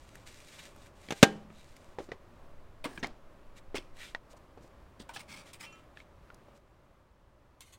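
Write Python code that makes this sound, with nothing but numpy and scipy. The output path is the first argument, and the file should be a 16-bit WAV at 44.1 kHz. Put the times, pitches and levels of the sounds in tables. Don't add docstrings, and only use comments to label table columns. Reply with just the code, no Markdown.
import sys
import numpy as np
from scipy import signal
from scipy.fft import rfft, irfft, next_fast_len
from scipy.io import wavfile
from scipy.ndimage import uniform_filter1d, map_coordinates

SR = 44100
rng = np.random.default_rng(int(sys.argv[2]) if len(sys.argv) > 2 else 0)


def log_audio(samples):
    frames = np.atleast_2d(samples).T
    limited = np.clip(frames, -1, 1)
    pcm = np.round(limited * 32767).astype(np.int16)
    wavfile.write(sys.argv[1], SR, pcm)


N = 343098

DRIFT = 0.0318


def undb(db):
    return 10 ** (np.asarray(db) / 20)


def unit(x):
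    return x / np.sqrt(np.mean(x ** 2))


def lowpass(x, hz):
    return signal.sosfilt(signal.butter(2, hz, fs=SR, output="sos"), x)


def curve(rows):
    start_s, *columns = np.transpose(rows)
    return [np.interp(np.arange(N) / SR, start_s, column) for column in columns]


def colour(x, points):
    hz, db = np.transpose(points)
    size = next_fast_len(len(x))
    bin_hz = np.arange(1, size // 2 + 2) * SR / size
    gain = undb(np.interp(np.log(bin_hz), np.log(hz), db))
    return irfft(rfft(x, size) * gain, size)[:len(x)]


def band(x, hz, width_hz):
    return signal.lfilter(*signal.iirpeak(min(hz, SR / 2.5), hz / width_hz, SR), x)


def fade(t60_s, size):
    return np.exp(-np.log(1000) * np.arange(size) / SR / max(t60_s, .005))


def ring(modes, size, scatter_db=0.):
    t = np.arange(size) / SR
    luck = rng.standard_normal(len(modes))
    out = np.zeros(size)
    for (hz, db, t60_s), r in zip(modes, luck):
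        out += undb(db + scatter_db * r) * fade(t60_s, size) * np.sin(2 * np.pi * hz * t)
    return out


def grit(size, spread_db):
    boost = np.minimum(rng.exponential(size=size), 5)
    return unit(rng.standard_normal(size) * undb(spread_db * boost))


def walk(rate_hz):
    k = int(SR / rate_hz)
    steps = np.repeat(rng.standard_normal(N // k + 1), k)
    return unit(uniform_filter1d(uniform_filter1d(steps, k), k)[:N])


def metal(x, lo_hz, hi_hz, count):
    places = (np.arange(count) + rng.random(count)) / count
    pitches = lo_hz * (hi_hz / lo_hz) ** places
    return unit(sum(band(x, hz, .03 * hz) for hz in pitches))


def add(out, start_s, x):
    i = int(start_s * SR)
    out[i:i + len(x)] += x[:N - i]


# pitch_hz, level_db
YARD_SPECTRUM = [(12, -29.5), (20, -1.5), (63, -0.5), (134, -4.5), (187, -7.5), (388, -8), (459, -13),
                 (574, -5.5), (718, -13.5), (1120, -12.5), (1480, -18.5), (4940, -34), (13500, -43.5),
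                 (16000, -42)]
# start_s, level_db
WIND_LEVEL = [(0.0, -61), (1.4, -62), (2.7, -50), (4.1, -51), (4.27, -63.5), (7.78, -76.5)]
HUM_DB, RUMBLE_DB = -58, -61
QUIET_FROM_S, QUIET_HUM_CHANGE_DB, QUIET_RUMBLE_CHANGE_DB = 6.58, -5.5, -1


def yard():
    quiet = np.clip((np.arange(N) / SR - QUIET_FROM_S) / .06 + .5, 0, 1)
    hum_db = HUM_DB + QUIET_HUM_CHANGE_DB * quiet
    rumble_db = RUMBLE_DB + QUIET_RUMBLE_CHANGE_DB * quiet
    air = colour(rng.standard_normal(N), YARD_SPECTRUM)
    low = lowpass(air, 140)
    hum = unit(air - low) * undb(.8 * walk(8))
    rumble = unit(low) * undb(1.5 * walk(5))
    wind_band = signal.butter(2, [2.5, 14], "band", fs=SR, output="sos")
    wind = unit(signal.sosfilt(wind_band, rng.standard_normal(N)))
    return undb(hum_db) * hum + undb(rumble_db) * rumble + undb(curve(WIND_LEVEL)[0]) * wind


# pitch_hz, level_db
RUB_SPECTRUM = [(2350, -28), (4000, -0.5), (8260, -4), (10400, -16.5), (13400, -12), (16000, -22.5)]
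# start_s, level_db
HAND_RUBS = [(0, -68.5), (.1, -68.5), (.258, -70.5), (.27, -60), (.33, -65.5), (.5, -61.5), (.68, -59),
             (.73, -73), (.87, -68), (.92, -85), (1.02, -63.5), (1.22, -59), (1.3, -79), (1.48, -86),
             (1.55, -68.5), (1.77, -69), (1.95, -77.5), (2.0, -100)]
# start_s, length_s, fine_db, coarse_db
SINGLE_RUBS = [(0.583, 0.025, -78, -60), (1.966, 0.14, -67.5, -73), (3.544, 0.064, -64.5, -60),
               (3.922, 0.25, -60.5, -56), (3.995, 0.073, -68, -56), (4.289, 0.054, -66.5, -73),
               (4.361, 0.024, -66.5, -79), (4.598, 0.098, -70.5, -82), (5.429, 0.11, -65, -60.5),
               (5.616, 0.26, -73.5, -68), (5.94, 0.11, -74, -64.5), (6.534, 0.058, -69, -71)]
# start_s, level_db, pitch_hz
BRIGHT_TICKS = [(0.155, -31.5, 1530), (0.762, -38, 1370), (0.8616, -42, 1730), (1.7657, -37.5, 2350),
                (3.0706, -37.5, 4950), (3.9684, -42, 2000), (4.0318, -39, 2400), (4.331, -47, 3470),
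                (6.3447, -48, 5900)]
HAND_CREAK_DB = 1


def rustle():
    catches = (rng.random(N) < 70 / SR) * rng.standard_normal(N) * undb(21)
    slips = grit(N, 2) * undb(1.5 * walk(70) + 1.5 * walk(20)) + catches
    fine = unit(unit(colour(slips, RUB_SPECTRUM)) + undb(-5) * metal(slips, 4300, 9300, count=16))
    broad_creak = unit(band(band(slips, 2300, 2200), 2300, 2200))
    coarse = unit(broad_creak + metal(slips, 1500, 3900, count=11))
    out = undb(curve(HAND_RUBS)[0]) * (fine + undb(HAND_CREAK_DB) * coarse)
    for start_s, length_s, fine_db, coarse_db in SINGLE_RUBS:
        part = slice(int(start_s * SR), int((start_s + length_s) * SR))
        swell = signal.windows.tukey(int(length_s * SR) + 2, .85)[:len(fine[part])]
        add(out, start_s, swell * (undb(fine_db) * fine[part] + undb(coarse_db) * coarse[part]))
    size = SR // 20
    for start_s, level_db, pitch_hz in BRIGHT_TICKS:
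        snap = rng.standard_normal(size) * fade(.014, size)
        tick = band(snap, pitch_hz, .5 * pitch_hz) + undb(-14.5) * band(snap, 6500, 5100)
        add(out, start_s, undb(level_db) * tick)
    return out


# start_s, length_s, level_db, from_hz, to_hz
SLIDING_NOTES = [(1.509, 0.167, -68.5, 3900, 3750), (2.985, 0.036, -61, 7200, 5200),
                 (3.962, 0.127, -54, 1850, 1950), (4.019, .1, -59, 4080, 2880),
                 (4.318, .035, -53.5, 230, 1030)]
SQUEAK_WIDTH = .12


def squeaks():
    out = np.zeros(N)
    for start_s, length_s, level_db, from_hz, to_hz in SLIDING_NOTES:
        size = int(length_s * SR)
        hz = np.geomspace(from_hz, to_hz, size)
        smoothing = max(int(SR / (SQUEAK_WIDTH * hz.mean())), 1)
        slips = uniform_filter1d(grit(size, 3), smoothing)
        note = unit(slips * np.sin(2 * np.pi * np.cumsum(hz) / SR))
        add(out, start_s, undb(level_db) * note * np.hanning(size))
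    return out


# pitch_hz, level_db
RIM_MODES = [(1100, -0.5), (1600, -3), (2150, -1), (2620, -2), (3170, -1.5), (3600, -2), (4280, -2.5),
             (6100, -5), (6660, -8), (7730, -2.5), (8440, -11)]
# start_s, rise_s, t60_s, level_db
SPOON_STROKES = [(7.606, .001, 0.025, -44.5), (7.612, .004, 0.13, -54), (7.639, 0.037, 0.45, -62),
                 (7.722, 0.011, 0.075, -54), (7.736, 0.0026, 0.1, -57.5)]
RIM_WIDTH = 0.047


def spoon():
    out, size = np.zeros(N), SR // 4
    t = np.arange(size) / SR
    for start_s, rise_s, t60_s, level_db in SPOON_STROKES:
        slips = grit(size, 2.06) * np.minimum(t / max(rise_s, .0003), 1) * fade(t60_s, size)
        luck = rng.standard_normal((len(RIM_MODES), 2))
        rim = np.zeros(size)
        for (hz, mode_db), (r, q) in zip(RIM_MODES, luck):
            rim += undb(mode_db + 2.7 * r) * band(slips, hz * (1 + DRIFT * q), RIM_WIDTH * hz)
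        add(out, start_s, undb(level_db) * (4 * rim + band(slips, 3000, 4500)))
    return out


# pitch_hz, level_db, t60_s
TONG_MODES = [(1308, -15, .35), (1700, -25, .3), (2417, -19, .25), (2724, -13, .3), (3068, -22, .3),
              (4307, -23, .08), (5835, -20, .1), (7010, -23, .1)]
# start_s, level_db, spot_hz
TONG_TAPS = [(5.664, -37, 2720), (5.728, -36, 1600), (5.726, -37, 6500)]


def tongs():
    out = np.zeros(N)
    for start_s, level_db, spot_hz in TONG_TAPS:
        modes = [(hz, mode_db - 8 * abs(np.log2(hz / spot_hz)), t60_s) for hz, mode_db, t60_s in TONG_MODES]
        add(out, start_s, undb(level_db) * ring(modes, SR // 2, 1.3))
    return out


# start_s, hold_s, level_db, pitch_hz, hiss_db
METAL_DRAGS = [(2.84, 0.01, -41.5, 2500, -8), (2.874, 0.12, -60.5, 1690, -6.5),
               (3.027, 0.019, -40, 1750, -34), (3.751, 0.018, -35.5, 2330, -15.5),
               (4.993, 0.026, -56, 3440, -9), (5.089, 0.012, -54.5, 2380, -7),
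               (5.134, 0.027, -51, 3080, -6), (5.16, 0.013, -44, 2790, -18),
               (5.189, 0.022, -49.5, 2290, -8), (5.273, 0.14, -51, 2260, -12),
               (5.531, 0.01, -48, 2420, -5.5), (5.594, 0.043, -50.5, 2220, -8.5),
               (5.634, 0.022, -48, 2260, -13)]
SHORT_WIDTH, SETTLE_S = 0.75, 0.027
SAG_DB, RISE_SHARE = -3, 0.28


def scrapes():
    out, size = np.zeros(N), SR // 4
    t = np.arange(size) / SR
    for start_s, hold_s, level_db, hz, hiss_db in METAL_DRAGS:
        width_hz = SHORT_WIDTH * hz / (1 + hold_s / SETTLE_S)
        unevenness = unit(uniform_filter1d(rng.standard_normal(size), 250))
        slips = grit(size, 3) * undb(2.3 * unevenness)
        tone = unit(band(band(slips, hz, width_hz), hz, width_hz))
        tone += undb(-7.5) * unit(band(slips, 1180, 840))
        tone += undb(-7.5) * unit(band(slips, 180, 66))
        sheen = unit(band(metal(slips, 806, 5640, count=26), 1770, 5100))
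        tone = unit(tone) + undb(-1.5) * sheen
        wander = 1 + DRIFT * unit(uniform_filter1d(rng.standard_normal(size), 900))
        tone = map_coordinates(tone, [np.cumsum(wander)], order=1, mode="mirror")
        top_db = -2 + 0.23 * min(hiss_db, -3)
        hiss = unit(band(band(slips, 8700, 4100), 8700, 4100))
        hiss += undb(top_db) * unit(band(slips, 14600, 5000))
        after = np.maximum(t - hold_s, 0)
        rise = np.minimum(t / (0.00077 + RISE_SHARE * hold_s), 1)
        sag = undb(SAG_DB * np.minimum(t / hold_s, 1))
        tail = 1.04 * np.exp(-after / 0.0096) + 0.19 * np.exp(-after / 0.041)
        add(out, start_s, undb(level_db) * (unit(tone) + undb(hiss_db) * hiss) * rise * sag * tail)
    return out


# start_s, level_db, body_hz, click_db (over level_db), click_hz
DULL_KNOCKS = [(1.085, -37.5, 300, -0.5, 2300), (1.355, -37.5, 165, -30, 1300),
               (1.425, -41, 190, -30, 1300), (1.501, -40.5, 220, -5, 1260), (1.984, -23.5, 494, -40, 1300),
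               (2.001, -31.5, 360, -36, 1300), (2.087, -34.5, 345, -25, 1870), (2.116, -28, 426, -2, 1950),
               (2.841, -35.5, 610, 0.5, 2510), (2.848, -36, 950, 1, 2120), (2.855, -29.5, 300, -6, 1124),
               (2.975, -36.5, 195, 0.5, 1654), (3.027, -29, 250, -3.5, 1910), (3.034, -35, 695, 1.5, 1320),
               (3.043, -28, 910, 1.5, 2120), (3.743, -22.5, 410, -30, 2000), (3.78, -32, 343, -2, 3390),
               (4.147, -29.5, 944, 5.5, 1890), (4.573, -39, 480, -35, 1750), (4.606, -43, 199.5, -27, 1500),
               (4.642, -42.5, 330, -30, 1500), (4.999, -36, 239, -12, 3390), (5.091, -38.5, 935, -11, 2320),
               (5.161, -43.5, 800, 6, 1710), (5.971, -52, 378, 11.5, 1750), (6.001, -55.5, 630, 11, 2220),
               (6.301, -52, 600, 7.5, 1410), (6.482, -46, 550, -25, 1480)]
# from_s, to_s
IRON_SPANS = [(2.8, 3.04), (5.05, 5.6)]
CONTACT_S = .0018
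DULL_BASE_S, IRON_BASE_S, REFERENCE_HZ = .058, 0.17, 400


def knocks():
    out, size = np.zeros(N), SR // 4
    t = np.arange(size) / SR
    for start_s, level_db, hz, click_db, click_hz in DULL_KNOCKS:
        on_iron = any(from_s < start_s < to_s for from_s, to_s in IRON_SPANS)
        base_s = IRON_BASE_S if on_iron else DULL_BASE_S * np.sqrt(REFERENCE_HZ / hz)
        push = np.minimum(.45 + 1.4 * hz * t, 1.5)
        body = push * ring([(hz, -1.5, 0.31 * base_s), (1.6 * hz, -9, 0.42 * base_s)], size)
        tail = unit(band(rng.standard_normal(size), hz, 0.48 * hz)) * fade(2.1 * base_s, size)
        click_modes = [(click_hz, 0, max(.2 * base_s, .022)),
                       (1.45 * click_hz, -4, .14 * base_s),
                       (1.85 * click_hz, -7, .1 * base_s)]
        click = ring(click_modes, size, 2)
        rattle = metal(grit(size, 3), 0.8 * click_hz, 1.4 * click_hz, count=8) * fade(0.74 * base_s, size)
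        knock = body + undb(-14) * tail + undb(click_db) * (click + undb(-14) * rattle)
        add(out, start_s + CONTACT_S, undb(level_db) * knock)
    return lowpass(out, 6000)


# start_s, crack_db, thump_db
LID_BLOWS = [(1.1065, -28, -30), (1.1228, -33, -27), (1.2281, -9.5, -12), (1.2305, -11, -1),
             (1.2365, -16, -22)]
# pitch_hz, level_db, t60_s
LID_MODES = [(165, -12, .6), (210, -9, .7), (301, -8, .28), (425, -11, .3), (505, -10, .2), (688, -10, .15),
             (789, -9, .33), (794, -11, .33), (1604, 0, .17), (1836, -15, .25), (2266, -12, .12),
             (2998, -23, .35), (3225, -17, .16), (3445, -17, .18), (4086, -8, .08)]
# pitch_hz, level_db, t60_s
THUMP_MODES = [(250, -3, 0.019), (162, -17.5, 0.048), (370, -12, .03), (445, -9, 0.051), (542, -6, .022),
               (770, -14.5, 0.016), (920, -12.5, 0.024), (1090, -15, 0.018)]
# pitch_hz, level_db
CRACK_SPECTRUM = [(410, -32.5), (700, 0), (1440, -9.5), (2590, -4), (4800, -14.5), (6650, -15),
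                  (11400, -31), (14400, -34.5), (16000, -43.5)]
# pitch_hz, level_db
SHUDDER_SPECTRUM = [(60, -25), (130, -3), (450, 0.5), (1100, -11.5), (3200, -19.5), (8000, -30.5),
                    (16000, -52.5)]
RING_DB, CRACK_T60_S = -24, .042
PUSH_S, PUSH_DB = 0.0013, -4.5


def lid():
    out, size = np.zeros(N), SR // 2
    t = np.arange(size) / SR
    way = 1
    for start_s, crack_db, thump_db in LID_BLOWS:
        crack = unit(colour(grit(size, 0.73), CRACK_SPECTRUM)) * fade(CRACK_T60_S, size)
        dying = fade(0.091, size) + undb(-13) * fade(.4, size)
        shudder = unit(colour(rng.standard_normal(size), SHUDDER_SPECTRUM)) * dying
        push = undb(PUSH_DB) * np.sin(np.pi * np.minimum(t / PUSH_S, 1))
        thump = way * (push + ring(THUMP_MODES, size))
        ringing = ring(LID_MODES, size, 1.4) + undb(4.5) * shudder
        add(out, start_s, undb(thump_db) * (thump + undb(RING_DB) * ringing) + undb(crack_db) * crack)
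        way = -way
    return signal.sosfilt(signal.butter(2, 140, "high", fs=SR, output="sos"), out)


def scene():
    background = yard() + rustle() + squeaks()
    handling = spoon() + tongs() + scrapes() + knocks()
    return (background + handling + lid())[None]


TOP_HZ = 15850


def record(dry):
    top_cut = signal.ellip(10, .2, 80, TOP_HZ, fs=SR, output="sos")
    return signal.sosfilt(top_cut, np.clip(dry, -1, 1))


dry = scene()
out = record(dry)
log_audio(out)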